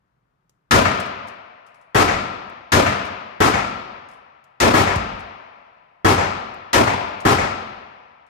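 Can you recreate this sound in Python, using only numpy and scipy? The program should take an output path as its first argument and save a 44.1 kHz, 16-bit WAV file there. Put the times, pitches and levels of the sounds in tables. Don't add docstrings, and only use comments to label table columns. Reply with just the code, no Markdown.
import sys
import numpy as np
from scipy import signal
from scipy.fft import rfft, irfft, next_fast_len
from scipy.io import wavfile
from scipy.ndimage import uniform_filter1d, minimum_filter1d

SR = 44100
rng = np.random.default_rng(int(sys.argv[2]) if len(sys.argv) > 2 else 0)


def transcribe(u):
    v = np.clip(np.atleast_2d(u).T, -1, 1)
    q = np.round(v * 32767).astype(np.int16)
    wavfile.write(sys.argv[1], SR, q)


N = 365588
TIME = np.arange(2 * SR) / SR


def amp(db):
    return 10 ** (np.asarray(db) / 20)


def unit(x):
    return x / np.sqrt(np.mean(x ** 2) + 1e-20)


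def along(points, hz):
    point_hz, values = np.transpose(points)
    return np.interp(np.log(hz + 1), np.log(point_hz + 1), values)


def add(track, start_s, sound):
    part = track[:, round(start_s * SR):][:, :sound.shape[-1]]
    part += sound[..., :part.shape[1]]


def swell(start_s, rise_s):
    return 1 - np.exp(-np.maximum(TIME - start_s, 0) / rise_s)


def panned(pan_db):
    return amp([[pan_db / 2], [-pan_db / 2]])


# (frequency [Hz], left-right correlation [-1..1])
ALIKE = [(100, .93), (230, .87), (380, .45), (570, .35), (850, .55), (1250, .38), (2000, .18), (4000, .08),
         (9800, .03), (11300, .8)]
# (frequency [Hz], left minus right [dB])
BALANCE = [(60, 0), (380, -0.1), (600, 2.5), (850, 5), (2000, 8), (3500, 4), (6500, 5.5), (8500, -2),
           (13000, 0.5)]
# (frequency [Hz], left lead [rad])
LEAD = [(100, .4), (380, .35), (570, 2), (850, 3.2), (1250, 4.1), (2000, 4.7), (4000, 6.3)]


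def diffuse(white, spectrum, modes=()):
    size = white.shape[-1]
    hz = np.fft.rfftfreq(size, 1 / SR)
    db = along(spectrum, hz)
    for centre_hz, width_hz, lift_db in modes:
        db = db + lift_db / (1 + (2 * (hz - centre_hz) / width_hz) ** 2)
    coloured = rfft(white) * amp(db) * (hz > 18)
    angle = np.arccos(np.clip(along(ALIKE, hz), -1, 1)) / 2
    mid = coloured[..., 0, :] * np.cos(angle)
    side = coloured[..., 1, :] * np.sin(angle)
    tilt = amp(along(BALANCE, hz) / 2) * np.exp(.5j * along(LEAD, hz))
    pair = np.stack([(mid + side) * tilt, (mid - side) / tilt], axis=-2)
    return unit(irfft(pair, size))


# (frequency [Hz], relative density [dB])
VENT = [(25, -14.5), (50, -8.5), (95, -17), (125, -4.5), (165, -8), (230, -17.5), (500, -20.5),
        (900, -18.5), (1300, -19), (2000, -29), (3300, -37), (7000, -46.5), (15000, -54)]


def ventilation():
    white = rng.standard_normal((2, next_fast_len(N)))
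    return amp(-70) * diffuse(white, VENT)[:, :N]


def tick(spectrum, t60_s, room_db, modes=()):
    t = TIME[:SR // 2]
    noise = diffuse(rng.standard_normal((2, len(t))), spectrum, modes)
    contact = amp(-60 * t / t60_s)
    room = amp(room_db - 60 * t / 0.33)
    return noise * (contact + room)


# (time [s], level [dB])
TRIGGER = [(0.495, -57), (2.498, -55.5), (4.441, -57), (6.542, -54)]
# (frequency [Hz], relative density [dB])
CLICK = [(300, -0.5), (1500, -9), (4000, -7), (7000, -0.5), (12000, -13), (15500, -12)]


def triggers():
    out = np.zeros((2, N))
    for s, db in TRIGGER:
        add(out, s, amp(db) * tick(CLICK, t60_s=0.03, room_db=-22))
    return out


# (frequency [Hz], relative density [dB])
TICK = [(300, -20), (2000, -9.5), (5000, 2), (9000, -1.5), (12000, -12.5), (15500, -17)]
# (frequency [Hz], width [Hz], lift [dB])
BRASS = [(8670, 540, 1), (9540, 400, 2.5), (12900, 600, 3)]
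# (time [s], level [dB], left minus right [dB], first flight [s])
LANDINGS = [(1.665, -61, 1, 0.079), (4.087, -59, 1, 0.026), (8.265, -72, 0, .08)]
BOUNCE_SHRINK, BOUNCE_LOSS_DB = 0.87, 3
CASE_RING_HZ, CASE_RING_DB, CASE_RING_T60_S = 10220, -12, 0.31


def cases_on_floor(contacts=3):
    out, t = np.zeros((2, N)), TIME[:SR // 2]
    ring_gain = amp(CASE_RING_DB - 60 * t / CASE_RING_T60_S)
    ring = ring_gain * np.sin(2 * np.pi * CASE_RING_HZ * t)
    for s, db, pan_db, flight_s in LANDINGS:
        for k in range(contacts):
            clink = tick(TICK, t60_s=0.061, room_db=-9.5, modes=BRASS)
            if k > 0:
                clink = clink + ring
            delay_s = flight_s * (1 - BOUNCE_SHRINK ** k) / (1 - BOUNCE_SHRINK)
            add(out, s + delay_s, amp(db - BOUNCE_LOSS_DB * k) * panned(pan_db) * clink)
    return out


# (time [s], level [dB], left minus right [dB], second touch re first [dB])
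CASE_STRIKES = [(1.001, -35, -10, -22), (1.061, -50, -2, -12), (1.273, -53.5, 6, 5), (3.052, -47, -4, -5),
                (4.958, -33.5, 0, -20), (5.194, -55, 0, 2), (7.204, -43, -4, -7)]
TUMBLE_S = 0.01


def case_strikes():
    out = np.zeros((2, N))
    for s, db, pan_db, second_db in CASE_STRIKES:
        for delay_s, touch_db in ((0, 0), (TUMBLE_S, second_db)):
            clack = tick(TICK, t60_s=0.044, room_db=-18, modes=BRASS)
            add(out, s + delay_s, amp(db + touch_db) * panned(pan_db) * clack)
    return out


# (frequency [Hz], relative density [dB])
RUMBLE = [(25, -8), (60, 2), (110, -10), (220, -8), (600, -45), (3000, -90)]


def camera_knock(s, db, high_hz, low_hz, sag_s, life_s, rumble_db, rumble_s):
    hz = low_hz + (high_hz - low_hz) * np.exp(-TIME / sag_s)
    thud = np.sin(2 * np.pi * np.cumsum(hz) / SR) * np.exp(-TIME / life_s)
    rumble = diffuse(rng.standard_normal((2, len(TIME))), RUMBLE) * np.exp(-(TIME / rumble_s) ** 2)
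    out = np.zeros((2, N))
    add(out, s, (amp(db) * thud + amp(rumble_db) * rumble) * swell(0, 0.0028))
    return out


PATH_TURN_RAD = 1.05


def paths(spots, same):
    turn = PATH_TURN_RAD * spots[:, None, None]
    white = rng.standard_normal((len(spots) + 2, 2, len(TIME)))
    common = np.cos(turn) * white[0] + np.sin(turn) * white[1]
    return np.sqrt(same) * common + np.sqrt(1 - same) * white[2:]


# (frequency [Hz], level at MIDLIFE_S re fast decay [dB])
LINGER = [(50, -19.5), (200, -25), (400, -14.5), (1100, -9.5), (2600, -10), (3500, -14), (6000, -8.5),
          (12000, -16.5)]
# (frequency [Hz], t60 [s])
HALL_DECAY = [(50, 0.83), (100, 1.45), (300, 0.95), (700, 1.63), (1300, 1.29), (2500, 1.41), (5000, 0.94),
              (8000, 0.57), (14000, .45)]
MIDLIFE_S = .3


def dying(x, late_stretch):
    hz, t, z = signal.stft(x, SR, nperseg=256)
    fast_db = -60 * (t - MIDLIFE_S) / along(HALL_DECAY, hz)[:, None]
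    slow_db = along(LINGER, hz)[:, None] + fast_db / late_stretch
    gain = np.hypot(amp(fast_db), amp(slow_db))
    return signal.istft(z * gain, SR, nperseg=256)[1][..., :x.shape[-1]]


# (frequency [Hz], width [Hz], lift [dB])
HALL_MODES = [(92.4, 4.8, 11), (210.7, 60, 6.5), (387.6, 12, 7), (711, 33, 5.5), (920, 18, 1.5),
              (1113, 60, -4), (1315, 70, 1.5), (1790, 39, 3.5), (2580, 250, 1), (3400, 300, 0.5)]
RETURN_S, RETURN_RISE_S = .138, .008
HALL_FILL_S = 0.029


def hall_tails(spots, spectrum, early_db):
    returned = swell(RETURN_S, RETURN_RISE_S)
    filling = amp(early_db) * swell(0, HALL_FILL_S) * (1 - returned) + returned
    field = diffuse(paths(spots, same=0.72), spectrum, HALL_MODES)
    return dying(field, late_stretch=1.93) * filling


# (frequency [Hz], relative density [dB])
ECHO = [(40, -17.5), (120, 5.5), (300, -6), (700, 9), (1300, -0.5), (2200, 1), (3500, -18.5), (7000, -17),
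        (14500, -49)]
ECHO_RISE_S = 0.0022


def range_echoes(spots, echoes):
    surges = 0
    for delay_s, db, life_s in echoes:
        fall = np.exp(-np.maximum(TIME - delay_s, 0) / life_s)
        surges = surges + amp(db) * swell(delay_s, ECHO_RISE_S) * fall
    return diffuse(paths(spots, same=.65), ECHO) * surges


CLUMP_DB, CLUMP_FADE_S = 1.4, .25


def reflection_clumps():
    uneven = unit(uniform_filter1d(rng.standard_normal(len(TIME)), size=300))
    return amp(CLUMP_DB * np.exp(-TIME / CLUMP_FADE_S) * uneven)


def ringing(x, centre_hz, lift_db, width_hz):
    b, a = signal.iirpeak(centre_hz, centre_hz / width_hz, fs=SR)
    return x + (amp(lift_db) - 1) * signal.lfilter(b, a, x)


def partitions(x, walls_db, span_s, count=10):
    size = next_fast_len(N + SR // 4)
    hz = np.fft.rfftfreq(size, 1 / SR)
    taps = np.zeros((2, size))
    for channel in taps:
        delays = (rng.uniform(.2, 1, count) * span_s * SR).astype(int)
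        channel[delays] = rng.choice([-1, 1], count) / np.sqrt(count)
    share = amp(walls_db) * hz ** 2 / (hz ** 2 + 1200 ** 2)
    comb = (1 + share * rfft(taps)) / np.hypot(1, share)
    return irfft(rfft(x, size) * comb, size)[:, :N]


# (frequency [Hz], relative density [dB])
BOOM = [(25, -21.5), (60, -2.5), (110, 1.5), (330, -1), (600, -7.5), (1500, -32), (6000, -70.5)]
# (start [s], end [s])
CAMERA_MOVE_S = [3.13, 4.1]
# (before the move [Hz], after [Hz])
BOOTH_RING_HZ = [1320, 890]
FRONT_S = .0007


def pistol(shots, crack, roar, hall, booth, echoes, crack_db, crack_s, roar_db, roar_rise_s, roar_s,
           hall_db, early_db, boom_db, boom_delay_s, boom_s):
    spots = np.interp([shot[0] for shot in shots], CAMERA_MOVE_S, [0, 1])
    front = swell(0, FRONT_S)
    crack_shape = front * np.exp(-(TIME / crack_s) ** 2)
    roar_shape = swell(0, roar_rise_s) * np.exp(-(TIME / roar_s) ** 4)
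    boom_shape = front * np.exp(-((TIME - boom_delay_s) / boom_s) ** 2)
    cracks = diffuse(paths(spots, same=0.77), crack, booth) * crack_shape
    roars = diffuse(paths(spots, same=.8), roar, booth) * roar_shape
    booms = diffuse(paths(spots, same=.8), BOOM, booth) * boom_shape
    slaps = range_echoes(spots, echoes)
    halls = hall_tails(spots, hall, early_db)
    clumps = reflection_clumps()
    out = np.zeros((2, N))
    for k, (s, db, sharp_db, ring_db) in enumerate(shots):
        body = amp(roar_db) * roars[k] + amp(hall_db) * halls[k]
        direct = amp(crack_db + sharp_db) * cracks[k] + amp(boom_db) * booms[k]
        blast = direct + slaps[k] + clumps * body
        ring_hz = np.interp(spots[k], [0, 1], BOOTH_RING_HZ)
        add(out, s, amp(db) * ringing(blast, ring_hz, ring_db, width_hz=240))
    return partitions(out, walls_db=-10, span_s=.016)


# (time [s], level [dB], crack offset [dB], booth ring lift [dB])
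NEXT_SHOTS = [(1.946, -3, 2.5, 0), (3.403, -4, 5.5, 1), (4.737, -5, 5, 0.5), (6.046, -4, 5, 3),
              (7.251, -4.5, 4.5, 1.5)]
# (frequency [Hz], relative density [dB])
NEXT_CRACK = [(24, -32.5), (40, -18.5), (274, -0.5), (437, -1.5), (560, -10.5), (1290, -8), (1460, -8.5),
              (1780, -3), (2520, -26.5), (3220, -13), (3560, -22.5), (6270, -27.5), (13100, -35.5),
              (14500, -36.5)]
# (frequency [Hz], relative density [dB])
NEXT_ROAR = [(18, -42.5), (30, -17.5), (80, -14), (170, -6), (388, -5), (529, -4.5), (935, -2.5),
             (1090, -5), (1240, -9), (2630, -14.5), (2990, -19.5), (6670, -24), (14500, -40)]
# (frequency [Hz], relative density [dB])
NEXT_HALL = [(18, -46), (30, -10), (87, -3.5), (165, -8.5), (277, -6), (359, -5.5), (430, -7), (477, -4.5),
             (1340, -0.5), (1450, -8), (2250, -10.5), (5150, -22.5), (14500, -61)]
# (frequency [Hz], width [Hz], lift [dB])
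NEXT_BOOTH = [(98.9, 10, 15.5), (127.2, 23, 11), (172.7, 41, -11), (249, 27, 6), (292, 22, 4), (424, 40, 8),
              (500, 35, -2), (767, 52, 4.5), (886, 42, -2), (1300, 45, 9)]
# (delay [s], level [dB], life [s])
NEXT_ECHOES = [(0.131, -12.5, 0.075), (0.164, -20, 0.004)]


def next_pistol():
    return pistol(NEXT_SHOTS, NEXT_CRACK, NEXT_ROAR, NEXT_HALL, NEXT_BOOTH, NEXT_ECHOES,
                  crack_db=-12.5, crack_s=0.027, roar_db=-8, roar_rise_s=0.0079, roar_s=0.099,
                  hall_db=-23.5, early_db=-1.5, boom_db=-11.5, boom_delay_s=0.0086, boom_s=0.005)


# (time [s], level [dB], crack offset [dB], booth ring lift [dB])
NEAR_SHOTS = [(0.709, -1, 1, 4.5), (2.719, -1.5, 0, 3), (4.601, -1.5, -1.5, 3), (6.730, -2.5, 0.5, 5)]
# (frequency [Hz], relative density [dB])
NEAR_CRACK = [(24, -39.5), (40, -2), (377, -16.5), (682, -17.5), (916, -2), (1140, -8), (1360, -4),
              (1500, -13.5), (1780, 2), (2020, -9), (2170, -9), (3640, -11.5), (6430, -14.5), (14500, -31)]
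# (frequency [Hz], relative density [dB])
NEAR_ROAR = [(18, -33.5), (30, -11.5), (118, 1.5), (174, -3), (237, 0.5), (602, -6.5), (686, 0.5),
             (1150, -5.5), (1610, -15), (2370, -10), (2920, -17.5), (6500, -23), (14500, -44)]
# (frequency [Hz], relative density [dB])
NEAR_HALL = [(18, -62), (30, -25.5), (91, -2.5), (161, -10.5), (285, -5), (332, -10.5), (634, -0.5),
             (780, -6), (1010, -0.5), (1650, -9), (2310, -9.5), (5150, -23), (14500, -58)]
# (frequency [Hz], width [Hz], lift [dB])
NEAR_BOOTH = [(127, 14, 4.5), (192, 20, -7.5), (231.5, 18, 7.5), (306.4, 16, 6), (372.4, 22, 9.5),
              (490, 52, 1), (547, 45, 11.5), (876, 50, -1), (1390, 290, 5.5), (1547, 90, -1.5),
              (1764, 90, -2)]
# (delay [s], level [dB], life [s])
NEAR_ECHOES = [(0.141, -14, 0.04), (0.205, -12.5, 0.004), (0.352, -29, 0.007)]


def near_pistol():
    return pistol(NEAR_SHOTS, NEAR_CRACK, NEAR_ROAR, NEAR_HALL, NEAR_BOOTH, NEAR_ECHOES,
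                  crack_db=-12, crack_s=0.06, roar_db=-11.5, roar_rise_s=0.017, roar_s=0.12,
                  hall_db=-24.5, early_db=-3, boom_db=-18, boom_delay_s=0.066, boom_s=0.043)


def scene():
    knock = camera_knock(s=4.961, db=-12, high_hz=235, low_hz=56, sag_s=0.0061, life_s=0.022,
                         rumble_db=-35, rumble_s=.22)
    metal = triggers() + cases_on_floor() + case_strikes()
    return ventilation() + metal + knock + next_pistol() + near_pistol()


def limited(x, top_db, hold_s):
    size = max(int(hold_s * SR), 2)
    need = np.minimum(1, amp(top_db) / (np.abs(x).max(axis=0) + 1e-9))
    return x * uniform_filter1d(minimum_filter1d(need, size), size)


TOP_HZ = 15000


def record(dry):
    size = next_fast_len(N + SR // 2)
    hz = np.fft.rfftfreq(size, 1 / SR)
    low_pass = 1 / np.sqrt(1 + (hz / TOP_HZ) ** 100)
    thin = signal.sosfilt(signal.butter(2, 33, 'high', fs=SR, output='sos'), dry)
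    held = limited(thin, top_db=-.7, hold_s=.003)
    return irfft(rfft(held, size) * low_pass, size)[:, :N]


dry = scene()
out = record(dry)
transcribe(out)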